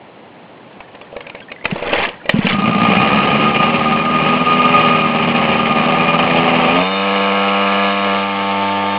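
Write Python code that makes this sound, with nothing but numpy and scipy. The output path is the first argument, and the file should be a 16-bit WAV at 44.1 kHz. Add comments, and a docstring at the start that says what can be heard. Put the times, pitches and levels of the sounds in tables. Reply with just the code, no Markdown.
"""A two-stroke minibike on a paved lot coughs into a fast, ragged idle, then fires evenly as it rides off.
Puffs of gas from each turn of the crank boom in the silencer, bark in the pipe and rattle the engine.
Before that it is handled and pull-started: ticks, knocks of frame and steel, a clattering cord pulley.
At idle the clutch shoes graze their drum and it sings; a thin whine joins as the drive takes the load.
The place is open air, the distance a few metres, the microphone that of a small narrow-band camera."""
import sys
import numpy as np
from scipy import signal
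from scipy.fft import rfft, irfft, next_fast_len
from scipy.io import wavfile
from scipy.ndimage import uniform_filter1d, map_coordinates

SR = 44100
rng = np.random.default_rng(int(sys.argv[2]) if len(sys.argv) > 2 else 0)


def dump(signal):
    """Clip the signal to [-1, 1] and save it as 16-bit WAV at the path in sys.argv[1]."""
    limited = np.clip(np.atleast_2d(signal).T, -1, 1)
    pcm = np.round(limited * 32767).astype(np.int16)
    wavfile.write(sys.argv[1], SR, pcm)


N = 396018

# Levels in the tables are relative: each layer has its own trim where it is mixed.

# Outdoor air, relative spectrum: freq_hz [Hz], level_db [dB]
AIR_SPECTRUM = [(30, -37), (60, -28), (95, -12), (170, -3.5), (260, -3.5), (400, -6), (600, -5), (900, -7),
                (1400, -16), (2200, -17), (3000, -18.5), (3950, -28), (5000, -45.5)]
# Echo of the lot: freq_hz [Hz], t60_s [s]
LOT_DECAY = [(200, 0.18), (1500, 0.17), (5000, 0.14)]
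# Small ticks while the bike is handled: start_s [s], level_db [dB]
FUMBLE_LEVEL = [(0, -73), (.6, -56), (1.1, -50), (1.6, -42), (2.15, -45.5), (2.4, -36), (2.6, -65)]

# Knocks of frame, stand, starter pawls and clutch:
# start_s [s], body_db [dB], clank_db [dB], click_db [dB], ring_hz [Hz]
KNOCK_EVENTS = [(0.803, -43, -26, -29.5, 2220), (0.949, -26, -31, -33, 2410),
                (1.012, -29, -31.5, -33, 2680), (1.128, -20, -34, -54, 1730), (1.164, -15, -24, -27, 1720),
                (1.205, -28, -31, -26, 2140), (1.266, -24.5, -31, -26, 2360), (1.296, -40, -30, -24, 2250),
                (1.348, -21, -33, -27.5, 2200), (1.402, -29, -50, -30, 2670),
                (1.516, -23.5, -27.5, -21, 2500), (1.643, -21.5, -25.5, -24, 2480),
                (1.653, -18, -10, -9, 2020), (1.71, -26.5, -24.5, -19, 2120),
                (1.758, -13.5, -16.5, -26.5, 1770), (1.824, -10.5, -20.5, -24, 2060),
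                (1.871, -13.5, -27.5, -20, 1990), (1.93, -6, -10.5, -11.5, 2650),
                (1.985, -15.5, -21.5, -17.5, 2430), (2.032, -25, -29, -10, 2360),
                (2.049, -20, -36, -12, 1697), (2.087, -20, -39, -20, 2400), (2.256, -19, -30, -27.5, 2416),
                (2.292, -11.5, -7.5, -4, 1886), (2.466, -19, -15, -11.5, 2500),
                (2.49, -18.5, -21.5, -18, 2130), (6.811, -12, -17, -20.5, 2250)]
# Rattle of a knock, low and high, relative spectra: freq_hz [Hz], level_db [dB]
CLANK_SPECTRUM = [(120, -15.5), (250, -4.5), (450, -15.5), (620, 3.5), (850, 2.5), (1200, -3), (1500, -14),
                  (2200, -27.5)]
CLICK_SPECTRUM = [(1100, -26), (1750, -0.5), (2250, 8), (2900, 6.5), (3400, -9), (3950, -7), (5000, -36.5)]
# Ringing of frame and steel: pitch_hz [Hz], level_db [dB], t60_s [s]
FRAME_RINGING = [(491, 0.5, 0.14), (563.2, 3, 0.11), (647, -8, 0.13), (706, -22.5, .05)]
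STEEL_RINGING = [(2920, -11.5, .08), (3620, -1.5, 0.13)]
KNOCK_RISE_S = 0.0035

# Runs of the starter cord: start_s [s], full_speed_s [s], release_s [s], whirr_db [dB], ratchet_db [dB]
CORD_PULLS = [(1.667, 1.935, 2.045, -19.5, -22.5), (2.294, 2.52, 2.506, -18.5, -16.5)]
# The pulley gathers speed, then spins down
WHIRR_RISE_DB, RATCHET_RISE_DB, CORD_FALL_DB_PER_S = 13, 17, 233
# First slow strokes booming in the silencer: start_s [s], pitch_hz [Hz], level_db [dB], swell_s [s]
COUGH_EVENTS = [(1.722, 179, -10, 0.0058), (2.339, 183, -3.5, 0.0051), (2.355, 226.7, -11.5, 0.012),
                (2.388, 196.3, -2, 0.0036), (2.398, 203, -19, 0.0051), (2.444, 195, -7.5, 0.007),
                (2.462, 225.7, -11, 0.007)]

# Whine of the drive once the clutch grips: start_s [s], pitch_hz [Hz], level_db [dB]
DRIVE_WHINE = [(6.6, 3490, -51), (6.85, 3600, -29.5), (7.05, 3630, -35), (7.3, 3620, -40),
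               (7.6, 3596, -58.5), (7.9, 3714, -36), (8.3, 3677, -43), (8.98, 3620, -40.5)]

# How hard the shoes graze the clutch drum: start_s [s], level_db [dB]
DRUM_GRAZING = [(2.48, -33.5), (2.55, -22), (2.8, -19.5), (3.3, -20.5), (3.65, -16.5), (3.8, -19.5),
                (4.3, -18), (4.78, -14), (5.05, -18.5), (5.4, -27), (5.7, -17.5), (5.83, -25.5),
                (6.05, -17.5), (6.3, -23.5), (6.75, -22), (6.9, -34.5)]
# Low and high ringing of the drum: pitch_hz [Hz], level_db [dB], t60_s [s]
DRUM_LOW_MODES = [(1224, 0, 0.12)]
DRUM_HIGH_MODES = [(2427, 4, 0.11), (2850, -5.5, 0.28), (3540, -15, 0.068)]
OVERTONE_DB = -28.5  # the drum's high modes, before their trims
OVERTONE_GROWS, OVERTONE_FOLLOWS = 1.2, 0.5  # their dB per dB of effort, and per dB of grazing

# Crankshaft at idle, and once the throttle opens: start_s [s], speed [revolutions per second]
IDLE_REVS_CURVE = [(2.5, 49.5), (2.66, 55.1), (2.98, 61.5), (3.09, 71.5), (3.23, 69.5), (3.39, 73.9),
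                   (3.58, 73.6), (3.7, 79.7), (3.88, 76.7), (4.1, 81.1), (4.25, 78.3), (4.33, 81.7),
                   (4.77, 82.5), (4.96, 80.2), (5.73, 77.4), (5.87, 80.8), (6.3, 83.7), (6.69, 82.6)]
RIDE_REVS_CURVE = [(6.7, 83.4), (6.78, 89.3), (6.87, 94.6), (6.93, 97.1), (7.05, 98.8), (8.03, 99.7),
                   (8.1, 98.8), (8.98, 99.4)]

# Exhaust level on the ride: start_s [s], level_db [dB]
RIDE_LEVEL = [(6.82, -17), (6.9, -20), (7.1, -16.5), (7.88, -15.5), (7.95, -19), (8.1, -16), (8.3, -20),
              (8.62, -17), (8.98, -18.5)]
# Exhaust note under load, from the side and from behind: multiple of crank speed [1], level_db [dB]
SIDE_HARMONICS = [(1, -22), (2, 0.5), (3, -9), (4, -13), (5, 2), (6, -3), (7, 1), (8, -2), (9, -1.5),
                  (10, -5.5), (11, -0.5), (12, 2), (13, -1), (14, -4.5), (15, -36.5), (16, -12.5), (17, -6),
                  (18, -34.5)]
REAR_HARMONICS = [(1, -4.5), (2, 7.5), (3, 3), (4, -14), (5, -3.5), (6, -10.5), (7, -4), (8, -3.5), (9, 4),
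                  (10, -16.5), (11, -4.5), (12, 2), (13, -8.5), (14, -12), (15, -23.5), (16, -18),
                  (17, -17.5), (18, -26)]
# Rasp under load, from the side and from behind, relative spectra: freq_hz [Hz], level_db [dB]
LOAD_RASP_SPECTRUM = [(1300, -28.5), (1520, -6), (1660, 1), (1900, -8), (2150, 2.5), (2520, 5.5),
                      (2680, -7.5), (2850, 7.5), (3120, -5), (3400, -10.5), (3700, -9.5), (3950, -15),
                      (5000, -40.5)]
REAR_RASP_SPECTRUM = [(1300, -34), (1520, -5), (1730, 3), (1900, -8), (2150, 4), (2500, -0.5), (2900, 0),
                      (3300, -2), (3700, -15), (3950, -16), (5000, -35)]
RIDE_BOOM_DB, RIDE_BARK_DB, RIDE_RASP_DB = -23.5, -1, -22.5  # boom and rasp from the side; bark over RIDE_LEVEL
AWAY_BOOM_DB, AWAY_RASP_DB = -1.5, -3.5  # change as the bike turns away
RIDE_FOLLOWS = 0.61  # share of the exhaust's swings heard in boom and rasp

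# How hard the idle burns: start_s [s], level_db [dB]
IDLE_EFFORT = [(2.56, -28), (2.65, -22), (2.76, -22), (2.9, -17), (3.35, -18.5), (3.78, -18.5),
               (4.05, -22.5), (4.32, -18.5), (4.45, -20.5), (4.8, -16.5), (5.08, -20.5), (5.5, -17.5),
               (5.72, -20), (6.3, -17.5), (6.8, -17)]
# Clearest misfires: start_s [s], depth_db [dB], of which each layer takes a share
MISFIRE_EVENTS = [(2.576, 6), (3.404, -1), (3.484, 2), (3.531, 6), (3.585, 5.5), (3.72, 6), (3.778, 3),
                  (3.835, 6.5), (4.039, 4.5), (4.389, 6), (4.441, 6.5), (5.034, 3), (5.124, 4.5),
                  (5.335, 8), (5.47, 6), (5.58, 5), (5.64, 4.5), (5.742, 5), (5.885, 1), (6.067, 5.5),
                  (6.125, 5.5), (6.179, 4.5), (6.295, 4.5)]
# Half width of the gap; the unburnt charge goes off harder just after it
MISS_S, REBOUND_S, REBOUND_SHARE = 0.012, 0.025, 0.23
# Steady crank tone at idle: multiple of crank speed [1], level_db [dB]
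IDLE_HARMONICS = [(1, -23), (2, -3), (3, 0), (4, -10), (5, -8), (6, -7), (7, -6), (8, -8), (9, -13),
                  (10, -10), (11, -11), (12, -13), (13, -15), (14, -10)]
# Boom of the silencer, bark of the pipe, rasp of the engine, relative spectra: freq_hz [Hz], level_db [dB]
BOOM_SPECTRUM = [(40, -44), (75, -17), (115, -5.5), (160, -4), (205, 7.5), (255, -3), (320, -9),
                 (450, -36.5)]
BARK_SPECTRUM = [(230, -29.5), (320, -9.5), (400, -1), (490, -1.5), (600, -0.5), (700, -2.5), (800, 3.5),
                 (950, -9), (1130, -0.5), (1330, -3), (1470, -19), (1700, -15), (2400, -49.5)]
RASP_SPECTRUM = [(1200, -42), (1480, -11), (1650, -3), (1950, -5.5), (2120, 0), (2400, -1), (2650, 0),
                 (2900, -1.5), (3150, -4.5), (3450, -15), (3700, -13), (3950, -22), (5000, -38)]
# Hollow ringing of the pipe: pitch_hz [Hz], level_db [dB], t60_s [s]
PIPE_RINGING = [(730, -14.5, 0.03), (781, 6.5, 0.11)]
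IDLE_REVS = 82.7  # revolutions per second of the settled idle
BOOM_DB, BARK_DB, RASP_DB, PIPE_DB = 0.84, 0.25, -3, -10  # layers of the idle, over the effort
BOOM_FOLLOWS, BOOM_DB_PER_REV = 0.34, 0.1534  # the boom follows part of the effort and grows at lower revs
SEATED_DB = 0.5  # extra bark once the rider sits
EVEN_SHARE, EVEN_PER_REV = 0.7, 0.027  # share of steady tone at idle speed, and its rise with speed

# Output filter of the camera: freq_hz [Hz], level_db [dB]
CAMERA_SMOOTHING = [(3950, 0.5), (4250, -7), (4550, -15), (4900, -29.5), (5150, -32)]
CAMERA_HZ, TOP_HZ = 7900, 5120  # sampling rate of the camera, and the top of its output


def amp(db):
    """Decibels to gain."""
    return 10 ** (np.asarray(db) / 20)


def clock():
    """The time of every sample in seconds."""
    return np.arange(N) / SR


def curves(rows):
    """One value per sample for each column after the time."""
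    times, *columns = np.transpose(rows)
    return [np.interp(clock(), times, column) for column in columns]


def mean_level(rows):
    """Mean of the second column of a table."""
    return np.mean(rows, axis=0)[1]


def ramp(start, end):
    """A fade from 0 to 1 between two times."""
    return np.clip((clock() - start) / max(end - start, 1 / SR), 0, 1)


def along(points, hz):
    """A table of (Hz, value) read along a log frequency axis."""
    freq, value = np.transpose(points)
    return np.interp(np.log(hz + 1), np.log(freq + 1), value)


def wobble(rate):
    """A smooth random curve, rate knots a second."""
    return map_coordinates(rng.standard_normal(N // 20), [clock() * rate], mode="wrap")


def steady(x, size=4000):
    """The sound brought to a running rms of about 1."""
    power = np.abs(uniform_filter1d(uniform_filter1d(x * x, size), size // 2))
    floor = np.mean(x * x) / 10 ** 4
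    return x / np.sqrt(power + floor)


def through(x, kernel):
    """The sound played through an impulse response."""
    return signal.fftconvolve(x, kernel)[:N]


def filtered(x, gain):
    """The sound times a gain that depends on frequency."""
    size = next_fast_len(N + SR // 2)
    return irfft(rfft(x, size) * gain(np.fft.rfftfreq(size, 1 / SR)), size)[:N]


def body(spectrum, size=4096):
    """Causal (minimum-phase) impulse response of energy 1 with the shape of a spectrum."""
    cepstrum = irfft(np.log(amp(along(spectrum, np.fft.rfftfreq(size, 1 / SR)))))
    cepstrum[1:size // 2] *= 2
    cepstrum[size // 2 + 1:] = 0
    kernel = irfft(np.exp(rfft(cepstrum)))
    return kernel / np.linalg.norm(kernel)


def ringing(modes):
    """Impulse response of a set of damped modes."""
    t = np.arange(SR // 3) / SR
    return sum(amp(db - 60 * t / t60) * np.sin(2 * np.pi * hz * t) for hz, db, t60 in modes)


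def noise(spectrum):
    """Coloured noise of rms about 1."""
    return through(rng.standard_normal(N), body(spectrum))


def taps(times, sizes):
    """Impulses placed between samples."""
    at = np.clip(times * SR, 0, N - 2)
    whole = at.astype(int)
    part = at - whole
    return np.bincount(whole, sizes * (1 - part), N) + np.bincount(whole + 1, sizes * part, N)


def ticks(per_second, centre_hz, spread, life, scatter_db):
    """A stream of small metal contacts, each with its own pitch and size, of running rms about 1."""
    chance = rng.standard_normal((int(per_second * N / SR), 2))
    t = np.arange(SR // 50) / SR
    hz = np.clip(centre_hz * np.exp(spread * chance[:, :1]), 200, 3400)
    size_db = scatter_db * np.clip(chance[:, 1:], -2, 2)
    grains = amp(size_db - 60 * t / life) * np.sin(2 * np.pi * hz * t)
    at = rng.integers(0, N, (len(chance), 1)) + np.arange(len(t))
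    return steady(np.bincount(at.ravel(), grains.ravel(), N)[:N])


def strokes(turns, force, second, jitter_ms, scatter_db, rough, fade):
    """Two puffs a revolution, exhaust and then intake: each a pressure step and a dying rush of gas."""
    half = np.arange(int(2 * turns[-1]))
    chance = rng.standard_normal((2000, 2))[half]
    times = np.interp(half / 2, turns, clock())
    strength = np.where(half % 2, second, 1)
    sizes = np.interp(times, clock(), force) * strength * amp(scatter_db * chance[:, 0])
    steps = taps(times + jitter_ms * chance[:, 1] / 1000, sizes)
    dying = amp(-60 * np.arange(SR // 10) / SR / fade)
    rush = np.abs(through(np.abs(steps), dying)) * rng.standard_normal(N)
    rough = np.clip(rough, 0, 1)
    return np.sqrt(1 - rough) * steady(steps) + np.sqrt(rough) * steady(rush)


def outdoor_air():
    """Coloured noise of the open air, its level drifting slowly."""
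    return amp(-39.5 + 0.73 * wobble(2.4)) * noise(AIR_SPECTRUM)


def lot(x, wet_db):
    """The direct sound and its short scatter from ground, bike and hedge: noise decaying band by band."""
    hz, t, bands = signal.stft(rng.standard_normal(SR // 3), SR, nperseg=256)
    decay = amp(-60 * t / along(LOT_DECAY, hz)[:, None])
    tail = signal.istft(bands * decay, SR, nperseg=256)[1]
    return x + amp(wet_db) * through(x, tail / np.linalg.norm(tail))


def fumbling():
    """A faint stream of small overlapping metal ticks as the bike is handled."""
    level = amp(curves(FUMBLE_LEVEL)[0])
    return level * ticks(67, centre_hz=2060, spread=0.26, life=0.057, scatter_db=2.5)


def knocks():
    """Each knock is a brief rattle with a pitch of its own that also rings frame and steel."""
    t = np.arange(SR // 5) / SR
    frame, steel, clank, click, ring = np.zeros((5, N))
    swell = 1 - np.exp(-(t / KNOCK_RISE_S) ** 2)
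    shape = swell * (amp(-60 * t / 0.022) + amp(-27.5 - 60 * t / 0.027))
    for start_s, body_db, clank_db, click_db, ring_hz in KNOCK_EVENTS:
        at = round(start_s * SR)
        span = slice(at, at + len(t))
        frame[at] = amp(body_db - 10)
        steel[at] = amp(click_db - 23.5)
        clank[span] += amp(clank_db + 12) * shape
        click[span] += amp(click_db + 11) * shape
        ring[span] += amp(click_db + 6 - 60 * t / 0.025) * swell * np.sin(2 * np.pi * ring_hz * t)
    rattle = clank * steady(noise(CLANK_SPECTRUM), size=300) + click * steady(noise(CLICK_SPECTRUM), size=300)
    return rattle + ring + through(frame, ringing(FRAME_RINGING)) + through(steel, ringing(STEEL_RINGING))


def starter():
    """The cord spins the pulley up and lets it run down: its housing clatters and its pawls tick."""
    out = np.zeros(N)
    for start, full, release, whirr_db, ratchet_db in CORD_PULLS:
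        slack = 1 - ramp(start, full) ** 2
        run_down = amp(-CORD_FALL_DB_PER_S * np.maximum(clock() - release, 0))
        running = ramp(start - 0.02, start) * run_down
        clatter = ticks(900, centre_hz=795, spread=0.6, life=0.075, scatter_db=-1.0)
        pawls = ticks(900, centre_hz=2454, spread=0.21, life=0.014, scatter_db=1.5)
        whirr = amp(whirr_db - WHIRR_RISE_DB * slack) * clatter
        ratchet = amp(ratchet_db - RATCHET_RISE_DB * slack) * pawls
        out += running * (whirr + ratchet)
    return out


def coughs():
    """Each of the first strokes swells and dies in a few cycles of the silencer's note."""
    out, t = np.zeros(N), np.arange(SR // 8) / SR
    for start_s, hz, db, swell in COUGH_EVENTS:
        shape = (t / swell * np.exp(1 - t / swell)) ** 2
        note = np.sin(2 * np.pi * hz * t) + amp(-14.5) * np.sin(2 * np.pi * 2.3 * hz * t)
        out[round(start_s * SR):][:len(t)] += amp(db) * shape * note
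    return out


def drive():
    """A thin, unsteady whine as the drive takes up the load."""
    pitch_hz, level_db = curves(DRIVE_WHINE)
    phase = 2 * np.pi * np.cumsum(pitch_hz + 22 * wobble(110)) / SR
    return ramp(6.5, 6.6) * amp(level_db + 3.1 * wobble(20)) * np.sin(phase)


def clutch(turns, effort_db, stumble_db):
    """The loose shoes graze the steel drum: it sings a wavering note with an octave and rings at each graze."""
    graze_db = curves(DRUM_GRAZING)[0]
    tone_db = graze_db + 0.97 * stumble_db + wobble(22)
    over_db = OVERTONE_DB + OVERTONE_GROWS * (effort_db - mean_level(IDLE_EFFORT))
    over_db = over_db + OVERTONE_FOLLOWS * (graze_db - mean_level(DRUM_GRAZING))
    over_db = over_db + 0.9 * stumble_db + 2 * wobble(24)
    pitch_hz = DRUM_LOW_MODES[0][0] + 6 * wobble(12) + 6 * wobble(90)
    phase = 2 * np.pi * np.cumsum(pitch_hz) / SR
    flutter = steady(amp(2 * wobble(55)))
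    song = flutter * (amp(tone_db + 1.5) * np.sin(phase) + amp(over_db - 0.5) * np.sin(2 * phase))
    grazes = strokes(turns, np.ones(N), second=0.37, jitter_ms=0.21, scatter_db=2.5, rough=0.12, fade=0.03)
    low_ring = amp(tone_db - 5) * steady(through(grazes, ringing(DRUM_LOW_MODES)))
    high_ring = amp(over_db - 2.5) * steady(through(grazes, ringing(DRUM_HIGH_MODES)))
    return song + low_ring + high_ring


def pulling(turns):
    """Under load every turn fires; the pipe's note changes as the bike swings its tail to the listener."""
    away = ramp(7.85, 8.73)
    level_db = curves(RIDE_LEVEL)[0]
    swing_db = RIDE_FOLLOWS * (level_db - mean_level(RIDE_LEVEL))
    boom_db = RIDE_BOOM_DB + swing_db + AWAY_BOOM_DB * away
    rasp_db = RIDE_RASP_DB + swing_db + AWAY_RASP_DB * away
    orders = []
    for (k, side_db), (_, rear_db) in zip(SIDE_HARMONICS, REAR_HARMONICS):
        order_db = side_db + away * (rear_db - side_db) + 0.5 * np.sqrt(k) * wobble(6)
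        phase = 2 * np.pi * k * turns + 1.1 * rng.standard_normal() + 0.06 * k * wobble(30)
        orders.append(amp(order_db) * np.cos(phase))
    boom, bark = steady(sum(orders[:3])), steady(sum(orders[3:]))
    gas = strokes(turns, np.ones(N), second=0.82, jitter_ms=0.12, scatter_db=3.5, rough=0.6, fade=0.013)
    puffs = strokes(turns, np.ones(N), second=0.7, jitter_ms=0.04, scatter_db=0.7, rough=0.72, fade=0.04)
    side_rasp = (1 - away) * through(puffs, body(LOAD_RASP_SPECTRUM))
    rear_rasp = away * through(puffs, body(REAR_RASP_SPECTRUM))
    return (amp(boom_db) * boom
            + amp(level_db + RIDE_BARK_DB) * bark
            + amp(level_db - 9.5) * steady(through(gas, body(BARK_SPECTRUM)))
            + amp(rasp_db) * steady(side_rasp + rear_rasp))


def stumbles():
    """Level change in dB: each misfire leaves a gap, and a harder firing follows (a negative depth inverts it)."""
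    db = np.zeros(N)
    for start_s, depth_db in MISFIRE_EVENTS:
        at = round(start_s * SR)
        near = slice(at - SR // 10, at + SR // 10)
        t = np.arange(near.start, near.stop) / SR - start_s
        gap = np.exp(-(t / MISS_S) ** 2)
        rebound = REBOUND_SHARE * np.exp(-((t - REBOUND_S) / MISS_S) ** 2)
        db[near] += depth_db * (rebound - gap)
    return db


def firing(turns, miss_db):
    """With the throttle shut the charge catches only every second to fourth turn; the turns between are weaker."""
    fired = np.cumsum(rng.choice([2, 3, 3, 4], N // 1000))
    last = np.append(0, fired)[np.searchsorted(fired, turns, side="right")]
    since = np.floor(turns) - last
    return amp(miss_db * np.sqrt(since))


def idle(turns, revs, effort_db, stumble_db):
    """Uneven firings boom in the silencer, bark in the pipe and rattle the engine over a steady crank tone."""
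    seated = ramp(5.7, 5.7)  # a step: the pipe sounds hollower once the rider sits
    mean_db = mean_level(IDLE_EFFORT)
    boom_db = mean_db + BOOM_DB + BOOM_FOLLOWS * (effort_db - mean_db)
    boom_db = boom_db + BOOM_DB_PER_REV * (IDLE_REVS - revs) + 0.88 * stumble_db
    bark_db = effort_db + SEATED_DB * seated + 0.65 * stumble_db
    rasp_db = effort_db + RASP_DB + 0.62 * stumble_db
    even = np.clip(EVEN_SHARE + EVEN_PER_REV * (revs - IDLE_REVS), 0.02, 0.95)

    orders = []
    for k, order_db in IDLE_HARMONICS:
        phase = 2 * np.pi * (k * turns + rng.random()) + 0.12 * wobble(12)
        orders.append(amp(order_db + 2 * wobble(9)) * np.sin(phase))
    hum, buzz = steady(sum(orders[:4])), steady(sum(orders[4:]))

    force = firing(turns, miss_db=-3.5)
    thumps = strokes(turns, force, second=0.31, jitter_ms=0.99, scatter_db=2.5, rough=0.5, fade=0.022)
    puffs = strokes(turns, force, second=0.49, jitter_ms=0.15, scatter_db=0, rough=0.86, fade=0.05)
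    rattles = strokes(turns, force, second=0.17, jitter_ms=0.52, scatter_db=2.0, rough=1.0, fade=0.082)
    boom = steady(through(thumps, body(BOOM_SPECTRUM)), size=2400)
    bark = steady(through(puffs, body(BARK_SPECTRUM)))
    hollow = steady(through(puffs, ringing(PIPE_RINGING)))
    rasp = steady(through(rattles, body(RASP_SPECTRUM)))
    return (amp(boom_db) * (np.sqrt(even) * hum + np.sqrt(1 - even) * boom)
            + amp(bark_db + BARK_DB) * (even * buzz + np.sqrt(1 - even ** 2) * bark)
            + amp(bark_db + PIPE_DB) * seated * hollow
            + amp(rasp_db) * rasp)


def scene():
    """Handling, start, idle and the ride off, over the outdoor air."""
    revs = curves(IDLE_REVS_CURVE + RIDE_REVS_CURVE)[0]
    turns = np.cumsum(revs) / SR
    effort_db, stumble_db = curves(IDLE_EFFORT)[0], stumbles()
    caught, gripped = ramp(2.49, 2.54), ramp(6.77, 6.835)
    start = lot(fumbling() + knocks() + starter() + coughs(), wet_db=-14.5)
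    idling = clutch(turns, effort_db, stumble_db) + idle(turns, revs, effort_db, stumble_db)
    ragged = caught * np.sqrt(1 - gripped) * idling
    riding = np.sqrt(gripped) * pulling(turns) + drive()
    return (outdoor_air() + start + ragged + riding)[None]


def record(dry):
    """The camera rounds off the tallest peaks and samples slowly, so its band is mirrored faintly upward."""
    held = dry[0] / (1 + np.abs(dry[0] / 0.88) ** 6) ** (1 / 6)
    narrow = filtered(held, lambda hz: 1 / (1 + (2 * hz / CAMERA_HZ) ** 70))
    mirrored = narrow * (1 + 2 * np.cos(2 * np.pi * CAMERA_HZ * clock()))
    return filtered(mirrored, lambda hz: amp(along(CAMERA_SMOOTHING, hz)) / (1 + (hz / TOP_HZ) ** 80))[None]


dry = scene()
out = record(dry)
dump(out)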